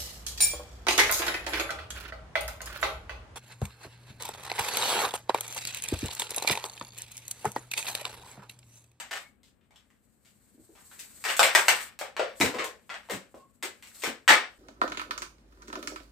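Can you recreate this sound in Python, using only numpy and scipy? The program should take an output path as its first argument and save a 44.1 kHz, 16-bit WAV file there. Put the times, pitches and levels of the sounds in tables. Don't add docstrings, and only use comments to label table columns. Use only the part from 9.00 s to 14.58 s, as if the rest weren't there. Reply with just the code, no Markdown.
import sys
import numpy as np
from scipy import signal
from scipy.fft import rfft, irfft, next_fast_len
from scipy.io import wavfile
from scipy.ndimage import map_coordinates

SR = 44100
rng = np.random.default_rng(int(sys.argv[2]) if len(sys.argv) > 2 else 0)


def amplitude_ratio(level_db):
    exponent = np.asarray(level_db, float) / 20
    return 10 ** exponent


def waveform_to_disk(signal):
    frames = np.transpose(np.atleast_2d(signal))
    scaled = np.clip(frames, -1, 1) * 32767
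    samples = np.round(scaled).astype(np.int16)
    wavfile.write(sys.argv[1], SR, samples)


N = 246222
LEAD = SR // 10

# f/Hz, density/dB per Hz
AIR_SPECTRUM = [(15, -21), (25, 11), (170, -8.5), (217, -2.5), (344, -15), (607, -22), (863, -25.5),
                (1520, -24.5), (3500, -32), (5880, -42.5), (8140, -25), (9570, -26), (14800, -22),
                (16000, -29)]
# f/Hz, likeness/0..1
NOISE_LIKENESS = [(60, 0.33), (300, 0.64), (1000, .2), (7000, 0.019)]
# f/Hz, t60/s
ROOM_T60 = [(150, 0.21), (270, 0.22), (450, 0.37), (1000, 0.27), (2800, 0.25), (7000, 0.25), (14000, 0.2)]
# f/Hz, likeness/0..1
ECHO_LIKENESS = [(100, 0.66), (300, 0.87), (700, 0.42), (2000, 0.14), (8000, 0.08)]
# t/s, hiss level before flutter/dB
SLIDE = [(0.0, -74), (0.23, -54.5), (0.42, -99), (0.8, -78.5), (1.35, -65.5), (1.75, -62), (1.94, -49),
         (2.3, -48.5), (2.42, -43), (2.83, -37), (3.04, -92.5), (3.35, -61.5), (3.41, -38.5), (3.71, -71),
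         (4.12, -63.5), (4.4, -73), (4.68, -72), (4.85, -62.5), (5.0, -45.5), (5.15, -72), (5.58, -66)]
# f/Hz, density/dB per Hz
HISS_SPECTRUM = [(1470, -31), (2500, -40), (4310, -18), (5230, -21.5), (7950, -9), (9440, -9.5),
                 (14900, -8.5), (16000, -34)]
# f/Hz, density/dB per Hz
SCRAPE_SPECTRUM = [(290, -40), (430, -32), (540, -15), (680, -18.5), (1710, -1), (3570, -7.5), (6000, -9),
                   (7800, -59), (13200, -120)]
# start/s, swell/s, pitch/Hz, peak before roughness/dB, glide/Hz per s
SQUEAKS = [(0.21, 0.06, 2190, -66, 0), (3.62, 0.03, 1068, -54, -40), (4.365, 0.075, 1060, -63.5, 250),
           (5.32, 0.03, 2300, -32, -1200)]
# t/s, jolt level/dB, pitch/Hz, width/share of pitch (limited in use)
THUMPS = [(0.115, -8, 643, 0.21), (1.545, -12.5, 254, 0.27), (1.579, -14.5, 268, 0.39),
          (1.598, -16.5, 91, 1.4), (1.692, -14, 320, 0.46), (2.393, 16, 693, 0.48), (2.412, -7.5, 126, 1.7),
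          (2.439, 4, 547, 0.6), (2.549, -25, 715, 0.65), (3.011, 2, 575, 0.22), (3.195, 12.5, 555.6, 0.57),
          (3.404, 20.5, 260, 0.15), (3.417, 13, 255, 0.22), (3.425, 11, 125, 1.8), (3.439, 9, 452, 0.37),
          (3.459, 5, 253, 0.37), (3.541, 2, 450, 0.4), (3.555, 0, 225, 0.56), (3.592, 3.5, 433, 0.48),
          (3.64, -4, 480, 0.387), (3.893, -12, 727, 0.47), (4.098, 1, 552, 0.33), (4.121, 2, 280, 0.68),
          (4.135, 5.5, 184, 0.23), (4.343, -13, 437, 1.47), (4.635, -2.5, 364, 0.48), (5.036, 0, 465, 0.86),
          (5.075, 2, 243, 1.03), (5.301, 12.5, 255, 0.44)]
# t/s, kick/dB, neck ring/Hz, crack over ring/dB, nominal creak over kick/dB
SNAPS = [(-0.069, -1.5, 1080, 9, -21), (0.11, -18, 1830, -4.5, 12.5), (0.432, -36.5, 3700, 0, 2),
         (0.61, -54, 2550, -24, 6.5), (0.708, -39, 1090, -4.5, 1.5), (0.759, -32.5, 3360, -4.5, -2.5),
         (0.903, -43.5, 1660, -3.5, -8.5), (1.249, -45, 2420, 3.5, 9.5), (1.752, -40, 1120, -0.5, 9),
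         (1.914, -30, 2000, -34, -1.5), (1.993, -28.5, 1870, 12.5, 1), (2.24, -12, 1930, 0.5, -0.5),
         (2.251, -9, 1850, -5, 7), (2.287, -8, 1760, -8.5, 5.5), (2.301, -8, 1930, -2, -11),
         (2.367, -22.5, 2100, 18.5, -17), (2.3935, 7.5, 1450, -1, -10), (2.43, 6, 1900, -1, -7),
         (2.55, 8.5, 1440, -2.5, -2), (2.656, -35, 1700, 18, -16.5), (2.683, 9, 1800, -2.5, -5.5),
         (2.809, -31, 1530, 3, 2), (2.99, -20, 1430, 7.5, -0.5), (3.013, -11.5, 1080, -8, -3.5),
         (3.166, -7, 1640, -22.5, -5), (3.195, -4.5, 1530, -28, -1.5), (3.401, -14.5, 1360, 9, 8),
         (3.412, 5, 1770, -10, -6.5), (3.542, -20, 1030, -9, 10), (3.585, -12, 1580, -31.5, 11),
         (3.643, -13.5, 1100, 4, -6), (3.894, -18.5, 1650, -27.5, 9), (3.942, -16.5, 2040, -31.5, -11.5),
         (4.088, -23.5, 863, -14, -5), (4.098, -14.5, 1500, -3.5, 5.5), (4.109, -26, 1570, 12, 5),
         (4.346, -46, 992, 7.5, 7.5), (4.626, -14.5, 1630, 1, 7.5), (4.825, -28, 2080, 2.5, 0.5),
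         (4.872, -33, 2010, 6.5, -7.5), (4.947, -43, 3860, 5.5, 17.5), (4.998, -44.5, 2230, 9.5, 9.5),
         (5.02, -25, 2260, 4, 12), (5.037, -5.5, 1750, -2.5, 0.5), (5.278, 5.5, 1615, -9, 6.5),
         (5.29, 9, 1564, -11, 3)]
# f/Hz, left over right/dB
LEFT_OVER_RIGHT = [(100, 3.5), (300, 2), (2000, 2.4), (5000, 4.3), (9000, 3), (13000, -2)]
# f/Hz, gain/dB
MIC_RESPONSE = [(20, -42), (35, -20), (50, 3), (150, 6.5), (500, 11), (3000, 5.5), (6300, -2), (8100, 3),
                (9600, -9.5), (12500, -7), (15200, -9.5), (16400, -28)]


def unit(x):
    return x / np.sqrt(np.mean(x ** 2) + 1e-20)


def along(points, f_hz):
    f, value = np.transpose(points)
    return np.interp(np.log(f_hz + 1), np.log(f + 1), value)


def curves(rows):
    t_s, *columns = np.transpose(rows)
    return [np.interp(np.arange(N) / SR, t_s, column) for column in columns]


def wobble(knots_per_s):
    knots = rng.standard_normal(int(N * knots_per_s / SR) + 4)
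    return map_coordinates(knots, [np.arange(N) * knots_per_s / SR])


def filtered(x, response):
    size = next_fast_len(x.shape[-1] + 4096)
    spectrum = rfft(x, size) * response(np.fft.rfftfreq(size, 1 / SR))
    return irfft(spectrum, size)[..., :x.shape[-1]]


def causal(gain):
    cepstrum = irfft(np.log(gain + 1e-6))
    count = cepstrum.shape[-1]
    cepstrum = cepstrum * np.where(np.arange(count) < count // 2, 2, 0)
    cepstrum[..., 0] /= 2
    return np.exp(rfft(cepstrum))


def resonance(f, centre_hz, width_hz):
    damping = 1j * f * width_hz
    return damping / (centre_hz * centre_hz - f * f + damping + 1e-9)


def paired(x, likeness):
    def mix(f):
        angle = np.arccos(np.clip(along(likeness, f), 0, 1)) / 2
        return np.array([np.cos(angle), np.sin(angle)])
    y = filtered(x, mix)
    mid, side = y[..., 0, :], y[..., 1, :]
    return np.stack([mid + side, mid - side], -2)


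def noise(spectrum, likeness):
    coloured = filtered(rng.standard_normal((2, N)), lambda f: amplitude_ratio(along(spectrum, f)))
    return unit(paired(coloured, likeness))


def room(echo_db, count):
    t_s = np.arange(SR * 2 // 5) / SR
    spikes = amplitude_ratio(5.5 * np.exp(-t_s / 0.086) * rng.standard_normal((count, 2, len(t_s))))
    f, frame_s, z = signal.stft(spikes * rng.standard_normal(spikes.shape), SR, nperseg=256)
    decay = amplitude_ratio(-60 * frame_s / along(ROOM_T60, f)[:, None])
    tail = signal.istft(z * decay, SR, nperseg=256)[1][..., :len(t_s)]
    tail = paired(tail * np.clip((t_s - 0.002) / 0.0014, 0, 1), ECHO_LIKENESS)
    energy = np.mean(np.sum(tail ** 2, -1), -1)
    tail = amplitude_ratio(echo_db) * tail / np.sqrt(energy)[:, None, None]
    tail[..., 0] += 1
    return tail


def in_room(x, echo_db):
    return signal.fftconvolve(x[None], room(echo_db, count=1)[0], axes=1)[:, :N]


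def placed(times_s, dry, echo_db):
    wet = signal.fftconvolve(dry[:, None], room(echo_db, count=len(dry)), axes=2)
    out = np.zeros((2, N + SR))
    for t_s, sound in zip(times_s, wet):
        out[:, LEAD + round(t_s * SR):][:, :sound.shape[1]] += sound
    return out[:, LEAD:LEAD + N]


def room_tone():
    left_over_right_db = 7.5 * np.array([[0.5], [-0.5]])
    return amplitude_ratio(-70 + wobble(1.3) + left_over_right_db) * noise(AIR_SPECTRUM, NOISE_LIKENESS)


def settling(peak_db, peak_s):
    since_s = np.arange(0, N, 64) / SR - np.transpose(SNAPS)[0, :, None]
    u = np.clip(since_s, 0, None) / peak_s
    swell = np.sum(amplitude_ratio(peak_db)[:, None] * u * np.exp(1 - u), 0)
    return np.repeat(swell, 64)[:N]


def rubbing():
    puff_db, puff_s = -39, 0.014
    settle_db, settle_s = -51.5, 0.035
    scrape_over_hiss_db, slips_per_s, echo_db = -25.5, 500, 0.5
    slide_db, = curves(SLIDE)
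    _, kick_db, _, crack_db, _ = np.transpose(SNAPS)
    grip = wobble(16)

    hiss_level = amplitude_ratio(slide_db) + settling(kick_db + crack_db + puff_db, puff_s)
    flutter = amplitude_ratio(0.63 * grip + 2.1 * wobble(51))
    hiss = hiss_level * flutter * noise(HISS_SPECTRUM, NOISE_LIKENESS)

    slips = rng.standard_normal(N) * (rng.random(N) < slips_per_s / SR)
    scrape = unit(filtered(slips, lambda f: causal(amplitude_ratio(along(SCRAPE_SPECTRUM, f)))))
    scrape_level = amplitude_ratio(slide_db + scrape_over_hiss_db) + settling(kick_db + settle_db, settle_s)
    scrape = scrape * amplitude_ratio(0.64 * grip) * scrape_level
    return hiss + in_room(scrape, echo_db)


def squeaks():
    swell_db_per_s, fade_db_per_s, onset_s, echo_db = 60, 300, 0.0056, -9
    out = np.zeros(N)
    for start_s, swell_s, pitch_hz, peak_db, glide_hz_per_s in SQUEAKS:
        t_s = np.clip(np.arange(N) / SR - start_s, 0, 1)
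        drop_db = np.maximum(swell_db_per_s * (swell_s - t_s), fade_db_per_s * (t_s - swell_s))
        rough_db = 3.5 * wobble(150)
        drift = 1 + 0.016 * wobble(120)
        phase = 2 * np.pi * np.cumsum((pitch_hz + glide_hz_per_s * t_s) * drift) / SR
        out += np.clip(t_s / onset_s, 0, 1) * amplitude_ratio(peak_db - drop_db + rough_db) * np.sin(phase)
    return in_room(out, echo_db)


def thumps():
    t_s, jolt_db, pitch_hz, width = np.transpose(THUMPS)[..., None]
    width_hz = np.clip(width, 0.25, 1.5) * pitch_hz
    u = np.arange(SR // 8) / SR / 0.03
    shake = rng.standard_normal((len(t_s), len(u))) * u * np.exp(-3 * u)
    jolt = 0.5 * shake / np.linalg.norm(shake, axis=1, keepdims=True)
    jolt[:, 0] = 1
    deep_db = -13.5 - 11 * np.log2(pitch_hz / 250)

    def colour(f):
        tube = resonance(f, pitch_hz, width_hz) ** 2
        return tube + amplitude_ratio(deep_db) * resonance(f, 125, 220) ** 2

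    ring = filtered(jolt, colour)
    ring = ring * np.sqrt(width_hz / SR) / np.linalg.norm(ring, axis=1, keepdims=True)
    return placed(t_s[:, 0], amplitude_ratio(jolt_db) * ring, echo_db=3)


def released(creak_db, count):
    draw = rng.random((len(creak_db), count, 3))
    creak_s = np.clip(0.05 * amplitude_ratio(0.2 * creak_db), 0.002, 0.1)
    when = (creak_s * SR * draw[..., 0] ** 1.5).astype(int) + SR // 500
    size = np.sign(draw[..., 1] - 0.5) * amplitude_ratio(3 * np.log(draw[..., 2] + 1e-3))
    size *= amplitude_ratio(-4.5 * draw[..., 0])
    size *= amplitude_ratio(creak_db) / np.linalg.norm(size, axis=1, keepdims=True)
    when[:, :4] = (np.arange(4) + draw[:, :4, 0]) * SR / 1800
    size[:, :4] = [0.65, -0.55, 0.4, -0.3]
    train = np.zeros((len(creak_db), SR // 7))
    np.add.at(train, (np.arange(len(creak_db))[:, None], when), size)
    return train


def snaps():
    t_s, kick_db, ring_hz, crack_db, creak_db = np.transpose(SNAPS)[..., None]

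    def colour(f):
        neck = resonance(f, ring_hz, 0.5 * ring_hz)
        flick = amplitude_ratio(-6.5) * resonance(f, 1.1 * ring_hz, 3.2 * ring_hz) ** 2
        tight_skin = amplitude_ratio(-13.5) * resonance(f, 2040, 200)
        crack = amplitude_ratio(crack_db) * resonance(f, 11000, 17000)
        return neck + flick + tight_skin - crack

    rung = filtered(released(creak_db, count=20), colour)
    return placed(t_s[:, 0], amplitude_ratio(kick_db) * rung, echo_db=4.5)


def scene():
    def balance(f):
        return amplitude_ratio(along(LEFT_OVER_RIGHT, f) * [[0.5], [-0.5]])
    hands = filtered(snaps() + thumps() + squeaks(), balance)
    return room_tone() + rubbing() * amplitude_ratio([[1.4], [-1.4]]) + hands


def roll_off(x):
    return signal.sosfilt(signal.butter(12, 16430, fs=SR, output="sos"), x)


def record(dry):
    mix = filtered(dry, lambda f: causal(amplitude_ratio(along(MIC_RESPONSE, f))))
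    return roll_off(mix)


dry = scene()
out = record(dry)
waveform_to_disk(out)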